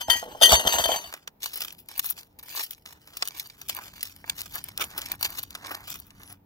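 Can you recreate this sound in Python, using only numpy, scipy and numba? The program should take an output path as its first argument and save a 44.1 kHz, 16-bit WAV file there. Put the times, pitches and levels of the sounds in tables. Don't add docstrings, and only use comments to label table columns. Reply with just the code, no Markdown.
import sys
import numpy as np
from scipy import signal
from scipy.fft import rfft, irfft, next_fast_len
from scipy.io import wavfile
from scipy.ndimage import uniform_filter1d
from numba import njit

SR = 44100
rng = np.random.default_rng(int(sys.argv[2]) if len(sys.argv) > 2 else 0)


def int16_out(signal):
    q = np.round(np.clip(np.atleast_2d(signal).T, -1, 1) * 32767)
    wavfile.write(sys.argv[1], SR, q.astype(np.int16))


def natural_amplitude(level_db):
    exponent = np.asarray(level_db, float) / 20
    return 10 ** exponent


N = 284445
T = np.arange(N) / SR

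# freq_hz, relative_level_db
GRIT_SPECTRUM = [(180, -31), (300, -1.5), (504, -6), (848, 1.5), (1580, 1.5), (2790, -4), (5100, -8),
                 (9010, -15.5), (12000, -6.5), (14700, -5), (15700, -5.5), (16500, -36.5)]
# peak_s, level_db, low_band_body_db (relative to level_db),
# rise_ms per 9 dB, fall_ms per 9 dB
STROKE_ROWS = [(1.139, -50.5, 1, 59, 45), (1.277, -57, -9, 2, 10), (1.436, -35, -11.5, 11.3, 29),
               (1.541, -40, -15, 15, 55), (1.621, -47.5, -5.5, 51, 67), (1.801, -61, -34, 25, 17),
               (1.89, -53, -3.5, 1.5, 130), (1.965, -52, -5, 40, 18), (2.098, -33.5, -25.5, 39, 12),
               (2.186, -43.5, -9.5, 12.4, 25.5), (2.389, -57, -6, 1.9, 15), (2.619, -31.5, -10, 62, 17),
               (2.721, -50, -11, 20, 37), (2.858, -47.5, -1, 1.5, 45), (3.22, -48.5, -1, 97, 90),
               (3.403, -45.5, -10, 43, 54), (3.612, -54, -7, 44, 45), (3.697, -30.5, -8.5, 5.2, 14),
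               (3.789, -54, 10.5, 30, 18), (3.858, -48.5, -2.5, 76, 35), (4.04, -49.5, -6.5, 120, 100),
               (4.303, -52.5, 1.5, 34, 36), (4.398, -38, -10, 18, 31), (4.56, -37, -5.5, 22, 20),
               (4.644, -54.5, -1.5, 5.6, 128), (4.809, -36.5, 1.5, 15.7, 24), (4.9, -49.5, -1.5, 52, 43),
               (4.977, -41.5, 2, 23.4, 39), (5.124, -46, 3, 45, 25), (5.251, -30, -6, 19.8, 20.7),
               (5.386, -41, -4.5, 50, 15), (5.434, -50.5, -11, 13, 37), (5.554, -59.5, 3.5, 38, 85),
               (5.744, -43, 3.5, 83, 47), (5.916, -39.5, -7.5, 31, 41), (6.316, -52, 2.5, 113, 20)]


def unit(x):
    return x / np.sqrt(np.mean(x ** 2))


def curve(rows):
    s, *columns = np.transpose(rows)
    return [np.interp(T, s, column) for column in columns]


def colour(x, points, lag_s=0., scale=0.95):
    size = next_fast_len(N + 4096)
    hz = np.fft.rfftfreq(size, 1 / SR) + 1
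    at_hz, db = np.transpose(points)
    gain = natural_amplitude(scale * np.interp(np.log(hz), np.log(at_hz), db))
    delay = np.exp(-2j * np.pi * hz * lag_s)
    return irfft(rfft(x, size) * gain * delay, size)[..., :N]


def band(x, lo_hz, hi_hz):
    return signal.sosfilt(signal.butter(3, [lo_hz, hi_hz], "band", fs=SR, output="sos"), x)


def walk(rate_hz):
    hold = max(int(SR / rate_hz), 1)
    steps = np.repeat(rng.standard_normal(N // hold + 1), hold)
    return 1.096 * uniform_filter1d(steps, hold)[:N]


@njit
def resonate(push, pole, keep):
    out, z = np.empty(len(push)), 0j
    for i in range(len(push)):
        z = z * pole * keep[i] + push[i] + 1e-18
        out[i] = z.imag
    return out


def ring(pushes, modes, keep):
    out = 0
    for push, (hz, db, t60_s) in zip(pushes, modes):
        decay = np.log(1000) / (max(t60_s, .005) * SR)
        pole = np.exp(2j * np.pi * hz / SR - decay)
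        out = out + natural_amplitude(db) * resonate(push, pole, keep)
    return out


def strikes(times_s, db, modes, scatter_db):
    pushes = np.zeros((len(modes), N))
    late_s = rng.uniform(0.0013, .005, (len(times_s), 2)).cumsum(axis=1).T
    for after_s, bounce_db in zip([0., *late_s], (0, -7, -11)):
        chance = rng.standard_normal((len(times_s), 2 * len(modes)))
        sizes = natural_amplitude(scatter_db * chance[:, ::2]) * np.sign(chance[:, 1::2])
        at = ((times_s + after_s) * SR).astype(int)
        pushes[:, at] += (natural_amplitude(db + bounce_db)[:, None] * sizes).T
    return pushes


def bursts(times_s, db, rise_ms, fall_ms):
    env = np.zeros(N)
    for s, d, rise, fall in zip(times_s, db, np.clip(rise_ms, .1, 400), np.clip(fall_ms, .3, 400)):
        start = max(int((s - rise * 0.003) * SR), 0)
        end = int((s + fall * 0.012) * SR)
        ms = (T[start:end] - s) * 1000
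        env[start:end] += natural_amplitude(d + 9.01 * np.minimum(ms / rise, -ms / fall))
    return env


def wrench():
    # start_s, steel_db, lid_db, thud_db (relative levels)
    blow_rows = [(0.008, -31, -43, -73), (0.0827, -43, -22.5, -31.5), (0.0994, -12, -73, -55),
                 (0.152, -45, -34, -38), (0.227, -44.5, -26, -65), (0.349, -53, -29.5, -57.5),
                 (0.4122, -26, -19.5, -44), (0.422, -13.5, -25.5, -39), (0.432, -7, -27, -60),
                 (0.456, -8.5, -30.5, -64.5), (0.491, -11.5, -21, -61), (0.506, -15.5, -37, -59.5),
                 (0.521, -16.5, -31.5, -20), (0.528, -14, -27, -31.5), (0.541, -12, -34, -39),
                 (0.553, -13, -35.5, -61), (0.595, -20.5, -19.5, -52), (0.651, -29.5, -20.5, -28.5),
                 (0.663, -25, -20.5, -36.5), (0.672, -12, -20.5, -52.5), (0.679, -23.5, -30, -69),
                 (0.724, -19, -38.5, -60), (0.74, -17.5, -20.5, -34), (0.784, -18, -17.5, -70),
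                 (0.795, -31, -20.5, -32), (0.81, -33, -39, -61), (0.839, -17.5, -27.5, -60),
                 (0.856, -26, -21, -34), (0.89, -50, -17, -55), (0.917, -23, -24.5, -40),
                 (0.941, -42.5, -25.5, -64), (0.96, -25, -31, -47), (1.04, -39, -39.5, -52),
                 (1.07, -49, -62, -48)]
    # peak_s, steel_db, lid_db (relative levels), rise_ms per 9 dB, fall_ms per 9 dB
    drag_rows = [(0.01, -24.5, -55, 5, 13.4), (0.1, -21.5, -32, 9.4, 44), (0.222, -47.5, -33, 3, 126),
                 (0.418, -23.5, -18, 2.5, 27), (0.536, -13, -9.5, 27, 15), (0.58, -37.5, -34, 79, 390),
                 (0.68, -25, -33.5, 17, 86), (0.892, -28.5, -32, 200, 82)]
    # freq_hz, relative_level_db, t60_s (before damping by hand and blows)
    steel_modes = [(951, -7, .5), (1367, -19, .15), (1614, -14, .3), (1911, -2, .35), (2863, -9, .3),
                   (2988, -12, .2), (3085, 1, .16), (3147, 1, .25), (3260, 1, .06), (3420, 1, .04),
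                   (3600, 2, .04), (3850, -4, .03), (4242, -10, .2), (4546, -4, .28), (4678, -10, .25),
                   (5900, -12, .1), (6170, -3, .3), (6370, -3, .25), (7786, -4, .12), (8785, -13, .2),
                   (9453, -21, .2), (10152, -21, .2), (10778, -13, .25), (10895, -8, .15), (11080, -12, .1),
                   (13105, -15, .15), (13342, -10, .2), (13555, -12, .15), (13786, -13, .25),
                   (14935, -17, .15)]
    lid_modes = [(511.5, -12.5, .12), (612.6, -7.5, 0.087), (671, -2.5, 0.074), (750, -3.5, 0.052),
                 (852, -3, 0.05), (1063, -8, 0.04), (1410, -7.5, 0.023)]
    tank_modes = [(70, -2.5, 0.11), (167, -11, .05), (277, -8, 0.062)]
    s, db, lid_db, thud_db = np.transpose(blow_rows)
    peak_s, drag_steel_db, drag_lid_db, rise_ms, fall_ms = np.transpose(drag_rows)

    lift_s, lift_fade_s = 1.132, 0.08
    on_lid = np.clip((lift_s - T) / lift_fade_s, 0, 1)
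    drag_steel = bursts(peak_s, drag_steel_db, rise_ms, fall_ms) * on_lid
    drag_lid = bursts(peak_s, drag_lid_db, rise_ms, fall_ms) * on_lid
    chatter = unit(natural_amplitude(6.2 * walk(150)) * rng.standard_normal(N))

    undamped = np.ones(N)
    lid_pushes = strikes(s, lid_db - 2.5, lid_modes, 1.9) + chatter * drag_lid * natural_amplitude(-32.0)
    lid = ring(lid_pushes, lid_modes, undamped)
    thud = ring(strikes(s, thud_db + 4.5, tank_modes, 0.74), tank_modes, undamped)

    keep = np.full(N, natural_amplitude(-70 / SR))
    keep[(s * SR).astype(int)] = np.clip(1 - 0.95 * natural_amplitude(db + 16.5), .45, 1)
    steel_pushes = strikes(s, db - 10, steel_modes, 2.1) + chatter * drag_steel * natural_amplitude(-42.0)
    steel = ring(steel_pushes, steel_modes, keep)

    crack = bursts(s, db - 10.5, np.full(len(s), .3), np.full(len(s), 4.))
    scrape = drag_steel * natural_amplitude(-9.5 + 5.17 * walk(200))
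    grit = unit(band(colour(rng.standard_normal(N), GRIT_SPECTRUM), 900, 13000))
    return band(steel + lid, 190, 17000) + band(thud, 42, 2000) + (crack + scrape) * grit


def valve():
    # peak_s, mid_db, low_db, high_db (relative levels), fall_ms per 9 dB (scaled by band below)
    crackle_rows = [(1.126, -36.5, -32, -35, 2.3), (1.139, -32, -34, -37, 3.9),
                    (1.2754, -35.5, -39.5, -43.5, 4), (1.458, -29, -36.5, -29.5, 4.8),
                    (1.5376, -36, -62, -30.5, 8.2), (1.6064, -33, -44, -24, 2.6),
                    (1.6187, -28.5, -39, -32.5, 6.8), (1.648, -32, -45, -40.5, 2.4),
                    (1.6813, -33, -42, -39, 2.7), (1.7253, -45.5, -78, -37, 4.6),
                    (1.785, -53, -81, -45, 11), (1.887, -35, -64, -29, 1.7), (1.978, -41, -43, -26.5, 3.8),
                    (1.994, -22.5, -38.5, -18.5, 3.06), (2.0429, -39, -43, -34, 6.8),
                    (2.0583, -47, -53, -27.5, 16), (2.1005, -47, -49.5, -21.5, 8.8),
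                    (2.1235, -35.5, -61, -36, 1.7), (2.177, -46, -50, -55, 7.1),
                    (2.3897, -40.5, -51.5, -38.5, 5.5), (2.4294, -48, -51.5, -40, 8.9),
                    (2.5584, -38, -65, -34, 9), (2.5742, -31, -36.5, -39, 3.8), (2.631, -38, -64, -32, 17),
                    (2.709, -41, -58, -32.5, 5.4), (2.8561, -48, -47, -44.5, 1.5),
                    (2.9259, -44, -45, -45, 1.7), (3.0744, -43.5, -51, -47, 3.2),
                    (3.1377, -44, -50.5, -44, 2.5), (3.17, -34.5, -48, -36.5, 4.5),
                    (3.2237, -21.5, -25, -33.5, 3.4), (3.2538, -33, -47, -35.5, 0.87),
                    (3.2751, -29, -34, -25, 0.85), (3.2845, -25.5, -38.5, -23.5, 0.55),
                    (3.3078, -39, -47, -48, 1.3), (3.3972, -31, -59, -29.5, 6.4),
                    (3.4995, -41, -56, -50, 4.3), (3.6147, -39, -43, -39.5, 3.5),
                    (3.6865, -28.5, -49, -23.5, 0.65), (3.7486, -38.5, -46, -27.5, 0.83),
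                    (3.7656, -42, -54, -38, 4), (3.7878, -54, -39, -43.5, 3), (3.881, -38.5, -47, -50, 2.6),
                    (4.0086, -34, -63, -41.5, 5.3), (4.0301, -28, -65, -22.5, 3.5),
                    (4.0535, -33.5, -52, -37, 3), (4.1634, -46, -54, -38.5, 2.1),
                    (4.2422, -54, -37.5, -62, 2.8), (4.2777, -42, -33, -69, 0.31),
                    (4.297, -21.5, -32.5, -27.5, 2), (4.4074, -25, -40, -32.5, 0.64),
                    (4.4171, -23, -53, -20.5, 0.9), (4.458, -44.5, -46.5, -45, 5.7),
                    (4.538, -40, -64, -40, 6), (4.5585, -57, -39, -47, 8.7), (4.581, -40, -54, -39.5, 14),
                    (4.6408, -35, -60, -22.5, 0.5), (4.6864, -42, -50, -36.5, 4.2),
                    (4.7766, -19, -49, -22.5, 1.2), (4.8094, -24.5, -25.5, -30.5, 6.6),
                    (4.8408, -31.5, -36, -40, 1.6), (4.9788, -30, -37, -24, 5.7),
                    (5.0168, -22.5, -48, -25.5, 1.3), (5.0573, -36, -53, -37, 9.9),
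                    (5.118, -26, -38.5, -21, 1.6), (5.2102, -34, -34, -30.5, 2.5),
                    (5.2281, -19.5, -29, -16.5, 2), (5.2476, -19.5, -32.5, -25.5, 6.5),
                    (5.387, -31, -57, -27, 7.2), (5.43, -52, -68, -28, 2.9),
                    (5.5066, -35.5, -57, -31.5, 1.7), (5.5512, -29.5, -37, -33.5, 4.2),
                    (5.6475, -33.5, -30.5, -49.5, 2.1), (5.6668, -34, -50, -34, 3.2),
                    (5.6961, -40, -48, -41.5, 3.4), (5.748, -24, -24, -29.5, 1),
                    (5.8768, -40, -46, -38.5, 11), (5.8994, -41, -49, -39.5, 2.3),
                    (5.941, -39.5, -50, -35.5, 2.2), (6.0009, -56, -65, -30, 0.9),
                    (6.1056, -42, -61, -53, 2.3), (6.233, -45, -55, -39, 2.3),
                    (6.326, -42.5, -51, -34, 1.5)]
    edges_hz = (200, 2500, 9000, 16500)
    snap_low_hz, crackle_low_hz = 700, 450
    rubs = rubbing()
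    s, mid_db, low_db, high_db, fall_ms = np.vstack([crackle_rows, ticks(rubs[1])]).T
    slowness_ms = 0.32 + 0.24 * fall_ms
    grains = colour(natural_amplitude(3.46 * walk(400) + 2.4 * walk(90)) * rng.standard_normal(N), GRIT_SPECTRUM)
    sharp = colour(natural_amplitude(4.63 * walk(1200)) * rng.standard_normal(N), GRIT_SPECTRUM)
    layers = zip((low_db, mid_db, high_db), rubs, (1.6, 1.1, .8))
    out, snaps = 0, np.zeros(N)
    for k, (db, rub, linger) in enumerate(layers):
        lo_hz, hi_hz = edges_hz[k:k + 2]
        out = out + rub * natural_amplitude(2.2 * walk(40)) * unit(band(grains, lo_hz, hi_hz))
        crackle = bursts(s, db + 2.0, 0.58 * slowness_ms, linger * fall_ms)
        out = out + crackle * unit(band(sharp, max(lo_hz, crackle_low_hz), hi_hz))
        snaps[(s * SR).astype(int)] = natural_amplitude(db + 18) / (1 + slowness_ms ** 2)
        out = out + band(snaps, max(lo_hz, snap_low_hz), hi_hz)
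    return out


def rubbing():
    s, db, body_db, rise_ms, fall_ms = np.transpose(STROKE_ROWS)
    treble_db = -3 - 0.19 * body_db
    return [bursts(s, db + d, rise_ms, fall_ms) for d in (body_db, 0, treble_db)]


def ticks(rub):
    tick_bands_db = (-9.5, -0.5, 2)
    count, over_rub_db, spread_db, typical_fall_ms = 120, 3.5, 5.5, 1.2
    s = rng.uniform(STROKE_ROWS[0][0], STROKE_ROWS[-1][0], count)
    chance = rng.standard_normal((count, 4)).T
    db = 20 * np.log10(rub[(s * SR).astype(int)] + 1e-6) + over_rub_db
    low, mid, high = db + np.array(tick_bands_db)[:, None] + spread_db * chance[:3]
    return np.transpose([s, mid, low, high, typical_fall_ms * natural_amplitude(3.7 * chance[3])])


def rod():
    # freq_hz, relative_level_db, t60_s
    rod_modes = [(5960, -4, 0.063), (10325, -7, .1), (11200, 1.5, 0.18), (13108, -7.5, 0.089)]
    # time_s, relative_level_db
    slide_rows = [(6.1, -79), (6.14, -72), (6.3, -48.5), (6.33, -54), (6.34, -90)]
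    pushes = rng.standard_normal((len(rod_modes), N)) * natural_amplitude(3 * walk(200))
    slide_db = np.interp(T, *np.transpose(slide_rows), -120, -120)
    return unit(ring(pushes, rod_modes, np.ones(N))) * natural_amplitude(slide_db)


def ports(x, lean, lag_s):
    return np.array([colour(x, lean, 0., 1 / 2), colour(x, lean, lag_s, -1 / 2)])


def scatter(direct):
    t = T[:1500]
    bright = colour(direct, [(200, -9), (1000, -4.5), (6000, 3.5)])
    out = 0
    for _ in range(3):
        tails = rng.standard_normal((2, len(t))) * natural_amplitude(-60 * t / .012) * (t > .0003)
        tails = tails / np.sqrt(np.sum(tails ** 2, axis=1, keepdims=True))
        out = out + walk(20) * signal.fftconvolve(bright, tails, axes=1)[:, :N]
    return natural_amplitude(-7) * out


def air():
    # freq_hz, relative_level_db
    air_spectrum = [(15, -34.5), (25, -6.5), (70, -1.5), (208, -7), (616, -18.5), (926, -16.5), (1060, -28),
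                    (5410, -45.5), (8820, -55.5), (15200, -29), (16500, -48)]
    # time_s, level_db (taken relative to the last row)
    swell_rows = [(0.0, -55), (0.47, -49), (0.63, -61.5), (0.77, -65), (1.2, -61), (2.82, -58.5),
                  (4.26, -52), (4.94, -49), (6.25, -53), (6.45, -58)]
    mid, side = colour(rng.standard_normal((2, N)), air_spectrum)
    side = colour(side, [(60, -23), (500, -3.5), (1500, 2)])
    both = unit(mid + side * np.array([[1], [-1]])) * natural_amplitude(-61.5 + 1.7 * walk(9.0))
    bass = signal.sosfilt(signal.butter(2, 350, fs=SR, output="sos"), both)
    swell_db = curve(swell_rows)[0]
    return both - bass + bass * natural_amplitude(swell_db - swell_db[-1])


def hum():
    # time_s, pitch_hz, level_db (of the fundamental; pitch and level waver about these)
    hum_rows = [(0, 150.2, -75.5), (3.5, 151.5, -69.5), (3.7, 120.6, -63.5), (3.9, 95.6, -61),
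                (6.3, 96.7, -60.5), (6.45, 95.4, -63.5)]
    hz, db = curve(hum_rows)
    phase = 2 * np.pi * np.cumsum(hz * (1 + .025 * walk(4.1))) / SR
    tone = np.sin(phase) + 0.5 * np.sin(2 * phase) + 0.52 * np.sin(3 * phase)
    return natural_amplitude(db + 2.3 * walk(6.1)) * tone


def scene():
    # freq_hz, left_minus_right_db
    wrench_lean = [(300, 0.5), (1400, -2.5), (3000, 6), (6000, 2), (9000, 1), (14000, 10.5)]
    valve_lean = [(60, 6), (110, -1.5), (200, 6), (380, -2.5), (700, 1.5), (1290, -6.5), (2380, 0),
                  (4400, -3.5), (8120, 3), (15000, 5)]
    wrench_lag_s, valve_lag_s = 0.0002172, 0.00017
    direct = ports(wrench(), wrench_lean, wrench_lag_s)
    direct = direct + ports(valve() + rod(), valve_lean, valve_lag_s)
    return natural_amplitude(-1.5) * (direct + scatter(direct)) + air() + hum()


def roll_off(x):
    return signal.sosfilt(signal.butter(12, 16630, fs=SR, output="sos"), x)


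def record(dry):
    x = signal.sosfilt(signal.butter(2, 25, "high", fs=SR, output="sos"), dry)
    x = signal.sosfilt(signal.ellip(8, .2, 70, 16400, fs=SR, output="sos"), np.tanh(x))
    return roll_off(x)


dry = scene()
out = record(dry)
int16_out(out)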